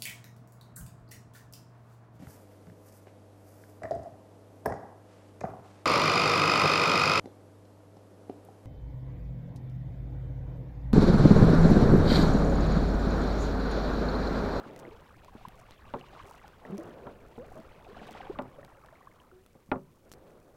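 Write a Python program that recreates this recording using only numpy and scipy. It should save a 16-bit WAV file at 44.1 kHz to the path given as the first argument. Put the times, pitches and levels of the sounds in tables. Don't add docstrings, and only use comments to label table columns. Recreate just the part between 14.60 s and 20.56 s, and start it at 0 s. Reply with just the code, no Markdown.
import sys
import numpy as np
from scipy import signal
from scipy.fft import rfft, irfft, next_fast_len
from scipy.io import wavfile
from scipy.ndimage import map_coordinates

SR = 44100
rng = np.random.default_rng(int(sys.argv[2]) if len(sys.argv) > 2 else 0)


def dump(signal):
    limited = np.clip(np.atleast_2d(signal).T, -1, 1)
    pcm = np.round(limited * 32767).astype(np.int16)
    wavfile.write(sys.argv[1], SR, pcm)


N = 262836

# (time [s], bubbling before layer trims [dB], spray before layer trims [dB])
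SPLASH_LEVELS = [(0.0, -52, -65), (0.18, -63, -67.5), (0.45, -62, -71), (1.16, -63.5, -68),
                 (1.56, -56, -64), (1.68, -58.5, -65), (1.91, -62.5, -69.5), (2.31, -62.5, -67),
                 (2.59, -67.5, -71.5), (3.27, -61.5, -68), (3.45, -57, -61), (3.64, -53, -60),
                 (3.8, -62, -72.5), (4.4, -62.5, -76), (4.93, -75.5, -79.5), (5.41, -77.5, -81.5),
                 (5.66, -83, -75.5), (5.96, -94, -82.5)]
# (arrival [s], level before layer trims [dB], hold [s])
HULL_WAVELETS = [(0, -50, 0.25), (2.114, -47.5, .33), (2.78, -57, 0.25), (3.296, -55, 0.18),
                 (3.72, -53.5, 0.17), (5.54, -57.5, 0.36)]
# (frequency [Hz], relative level [dB])
WASH_SPECTRUM = [(60, -25.5), (130, 0.5), (260, -3), (560, 2), (800, -8), (1500, -15), (2600, -37),
                 (5000, -53)]
# (frequency [Hz], relative level [dB])
SPRAY_SPECTRUM = [(900, -6.5), (2500, 3), (4000, -2.5), (6000, -11.5), (9000, -19.5), (16000, -50)]
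# (time [s], level before fading [dB], starting pitch [Hz])
SMALL_BUBBLES = [(.251, -43, 2000), (.682, -44.5, 1010), (.851, -33, 990), (1.12, -48, 3900),
                 (1.339, -28.5, 939), (1.411, -43, 2780), (1.57, -42, 950), (1.5985, -41, 1080),
                 (1.844, -44, 813), (2.051, -41.5, 1810), (2.18, -43, 5700), (2.917, -42.5, 730),
                 (3.266, -43.5, 703), (3.367, -42, 700), (3.415, -42.5, 720), (3.489, -38.5, 704),
                 (3.549, -38.5, 800), (3.604, -34.5, 753), (3.757, -39, 1150), (3.985, -39.5, 556),
                 (4.03, -47, 1780), (4.286, -49.5, 1700), (4.325, -46, 625), (4.472, -40.5, 1070),
                 (4.601, -51, 2950), (4.714, -50.5, 1340)]
# (time [s], level before fading [dB], starting pitch [Hz], time scale [s], pitch rise in that time [octaves])
AIR_GULPS = [(.274, -43, 326, 0.02, .06), (.315, -45.5, 410, .035, 0.47), (1.357, -37, 443, 0.023, .08),
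             (2.097, -33.5, 174, 0.015, .12), (2.122, -31.5, 193, 0.049, 0.13),
             (2.183, -35, 317, 0.031, 0.093), (2.186, -43, 584, 0.035, 0.2),
             (2.781, -40.5, 466, 0.066, 0.64), (2.958, -44.5, 630, 0.055, 0.074),
             (3.287, -45.5, 381, 0.042, 0.53), (3.697, -28.5, 355, 0.017, 0.51),
             (4.721, -53.5, 366.6, 0.11, 0.066)]
# (time [s], level before the contact filter [dB], contact cut-off [Hz])
HULL_KNOCKS = [(.751, -39.5, 413), (.876, -32, 197), (1.338, -31, 1510), (2.051, -45.5, 1200),
               (2.468, -40, 1770), (2.778, -37, 610), (2.967, -44, 1000), (2.99, -34, 300),
               (3.324, -45, 300), (3.413, -38, 393), (3.51, -38, 394), (3.788, -31, 2140),
               (4.952, -49.5, 580), (5.089, -36.5, 219), (5.116, -24, 2320), (5.157, -35, 890)]
# (frequency [Hz], relative level [dB], time to fade by 60 dB [s])
HULL_PANELS = [(146.2, -19, 0.72), (197.4, -14, 0.45), (261.6, -3.5, 0.27), (385, -12, 0.38),
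               (439.4, -14, 0.29), (520, -14, 0.23), (570.4, -9, 0.29), (617, 1, 0.067), (782, -6.5, 0.12),
               (884.5, -7.5, 0.14), (986, -3, 0.11), (1037, 1.5, 0.025), (1164, -9.5, 0.093),
               (1263, -26, 0.058), (1408, -7, .11), (1490, -14, 0.064), (1704, -13, 0.024),
               (2035, -12, 0.063), (2550, -11.5, 0.035)]
# (time [s], level before trim and filter [dB])
DROP_TICKS = [(.1625, -43), (.647, -47), (0.8849, -44), (1.109, -44), (1.395, -49.5), (1.88, -45),
              (2.181, -41), (3.8218, -46.5), (4.0487, -46), (4.261, -52), (4.863, -50), (5.517, -40),
              (5.537, -40.5)]
# (centre time [s], level at the centre [dB], half-length [s])
DROP_SHOWERS = [(0.196, -64.5, 0.011), (0.995, -70, 0.03), (1.7, -72.5, .08), (2.185, -70, .07),
                (2.924, -74.5, 0.13), (3.504, -65, 0.034), (5.524, -63, 0.017), (5.792, -74, .02)]
# (frequency [Hz], relative level [dB])
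DROP_SPECTRUM = [(1500, -17.5), (6000, 0.5), (16000, -9.5)]
# (frequency [Hz], relative level [dB])
RIVER_SPECTRUM = [(20, 1), (200, 1.5), (560, 0), (800, -14.5), (1200, -12), (2000, -24.5), (5000, -24.5),
                  (16000, -24.5)]
# (time [s], level before trim [dB])
RUMBLE_LEVELS = [(0, -65), (.9, -57.5), (2, -63), (3, -58.5), (3.95, -58), (4.5, -68), (5.96, -67.5)]
# (frequency [Hz], relative level [dB])
RUMBLE_SPECTRUM = [(25, 3.0), (100, -0.5), (170, -7), (350, -25.0), (1000, -73)]

WAVELET_RISE_S, WAVELET_FALL_DB_PER_S = 0.08, 66
LAPPING_DB = -4.5
BUBBLE_CYCLES, BUBBLE_RISE = 7, 0.1
HARD_HZ, LOADING = 2460, 0.09
RING, DAMPING_HZ = 0.77, 1090
STRAY_DROPS_DB = -82
TOP_HZ = 15900


def amp(db):
    return 10 ** (np.asarray(db) / 20)


def unit(x):
    return x / np.sqrt(np.mean(x ** 2) + 1e-20)


def curves(rows):
    s, *columns = np.transpose(rows)
    return [np.interp(np.arange(N) / SR, s, column) for column in columns]


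def wobble(rate):
    return map_coordinates(rng.standard_normal(1024), [np.arange(N) * rate / SR], mode="wrap")


def filtered(x, response):
    m = next_fast_len(len(x) + 8192)
    spectrum = rfft(x, m) * response(np.fft.rfftfreq(m, 1 / SR))
    return irfft(spectrum, m)[:len(x)]


def coloured(x, spectrum):
    hz, db = np.transpose(spectrum)
    return unit(filtered(x, lambda f: amp(np.interp(np.log(f + 1), np.log(hz), db))))


def lowpass(x, hz, order):
    return signal.sosfilt(signal.butter(order, min(hz, SR / 2 - 1), fs=SR, output="sos"), x)


def add(track, s, sound):
    part = track[round(s * SR):][:len(sound)]
    part += sound[:len(part)]


def water():
    bubbling_db, spray_db = curves(SPLASH_LEVELS)
    surge_db = surge(bubbling_db)
    wash = amp(surge_db - 1.5 + 3.4 * wobble(25)) * coloured(rng.standard_normal(N), WASH_SPECTRUM)
    churn = amp(surge_db - 6.0) * swarm(rate=170, centre_hz=397, spread=0.382, cycles=6.6, rise=0.17,
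                                        scatter_db=2.5)
    gurgle = amp(bubbling_db + 2.0) * swarm(rate=360, centre_hz=1108, spread=0.3775, cycles=6.13, rise=0.12,
                                            scatter_db=3.5)
    trickle = amp(spray_db + 1.5) * swarm(rate=900, centre_hz=2373, spread=0.423, cycles=5.2, rise=0.063,
                                          scatter_db=5.5)
    spray = amp(spray_db - 3.0 + 3.42 * wobble(60)) * coloured(rng.standard_normal(N), SPRAY_SPECTRUM)
    return wash + churn + gurgle + trickle + spray


def surge(bubbling_db):
    t = np.arange(N) / SR
    power = amp(bubbling_db + LAPPING_DB) ** 2
    for s, db, hold in HULL_WAVELETS:
        swell = np.exp(-(np.minimum(t - s, 0) / WAVELET_RISE_S) ** 2)
        drain_db = WAVELET_FALL_DB_PER_S * np.maximum(t - s - hold, 0)
        power = power + (swell * amp(db - drain_db)) ** 2
    return 10 * np.log10(power)


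def swarm(rate, centre_hz, spread, cycles, rise, scatter_db):
    count = int(rate * N / SR)
    when, size, life = rng.random((count, 3)).T[:, :, None]
    hz = np.clip(centre_hz * np.exp(spread * rng.standard_normal((count, 1))), 200, 12000)
    n = np.arange(int(min(1300, 4e6 / count)))
    turns = hz * n / SR
    age = np.minimum(turns / (cycles * (.5 + life)), 10)
    tone = np.sin(2 * np.pi * turns * (1 + rise * age / 2))
    ring = tone * np.exp(-age ** 2) * (1 - np.exp(-2 * turns))
    gain = amp(scatter_db * np.minimum(-np.log(1 - size), np.pi)) * np.minimum(centre_hz / hz, 1)
    places = (when * N).astype(int) + n
    return unit(np.bincount(places.ravel(), (gain * ring).ravel(), N)[:N])


def plops():
    out = np.zeros(N)
    small = [(s, db, hz, BUBBLE_CYCLES / hz, BUBBLE_RISE) for s, db, hz in SMALL_BUBBLES]
    for s, db, hz, length, rise in small + list(AIR_GULPS):
        t = np.arange(int(2 * length * SR)) / SR
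        age = t / length
        phase = 2 * np.pi * np.cumsum(hz * 2 ** (rise * age ** 2)) / SR
        overtone = amp(-6.5) * min(1, 200 / hz) ** 2 * np.sin(2 * phase)
        shape = (1 - np.exp(-t * hz / .5)) * np.exp(-.4 * age - age ** 4)
        add(out, s, amp(db) * shape * (np.sin(phase) + overtone))
    return out


def fading_noise(t, db, t60, top_hz):
    return amp(db - 60 * t / t60) * unit(lowpass(rng.standard_normal(len(t)), top_hz, order=6))


def knocks():
    out, t = np.zeros(N), np.arange(SR // 2) / SR
    hz, level, t60 = np.transpose(HULL_PANELS)[:, :, None]
    sign = (-1) ** np.arange(len(HULL_PANELS))[:, None]
    for s, db, contact_hz in HULL_KNOCKS:
        pitch = (contact_hz / HARD_HZ) ** LOADING
        ring = RING * np.tanh(contact_hz / DAMPING_HZ)
        strength = sign * amp(level + rng.standard_normal(hz.shape))
        fade = amp(-60 * t / (t60 * ring))
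        modes = (strength * fade * np.sin(2 * np.pi * hz * pitch * t)).sum(0)
        crack = fading_noise(t, db=-1.5, t60=0.018, top_hz=4300)
        crack += fading_noise(t, db=-11.5, t60=0.052, top_hz=2930)
        rattle = fading_noise(t, db=-2.5, t60=0.2 * ring, top_hz=1207)
        add(out, s, amp(db) * lowpass(modes + crack + rattle, contact_hz, order=2))
    return out


def ticks():
    out, t = np.zeros(N), np.arange(SR // 40) / SR
    for s, db in DROP_TICKS:
        spike = np.exp(-t / .00005)
        push = 0.84 * np.exp(-t / 0.0006)
        fizz = amp(-8.0) * amp(-60 * t / 0.0096) * rng.standard_normal(len(t))
        brightness_hz = 12500 * 2 ** rng.uniform(-0.81, 0.19)
        add(out, s, amp(db + 4.0) * lowpass(spike + push + fizz, brightness_hz, order=1))
    return out


def showers():
    t = np.arange(N) / SR
    clusters = sum(amp(db) * np.exp(-((t - s) / half) ** 2) for s, db, half in DROP_SHOWERS)
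    level = amp(STRAY_DROPS_DB) + clusters
    drops = (rng.random(N) < 260 / SR) * rng.standard_normal(N)
    return level * coloured(drops, DROP_SPECTRUM)


def river():
    rumble_db, = curves(RUMBLE_LEVELS)
    hush = amp(-65.5) * coloured(rng.standard_normal(N), RIVER_SPECTRUM)
    rumble = coloured(rng.standard_normal(N), RUMBLE_SPECTRUM)
    lumps = amp(2.5 * wobble(22))
    return hush + amp(rumble_db + 1.5) * lumps * rumble


def scene():
    return (water() + plops() + knocks() + ticks() + showers() + river())[None]


def record(dry):
    return np.array([filtered(x, lambda hz: hz < TOP_HZ) for x in dry])


dry = scene()
out = record(dry)
dump(out)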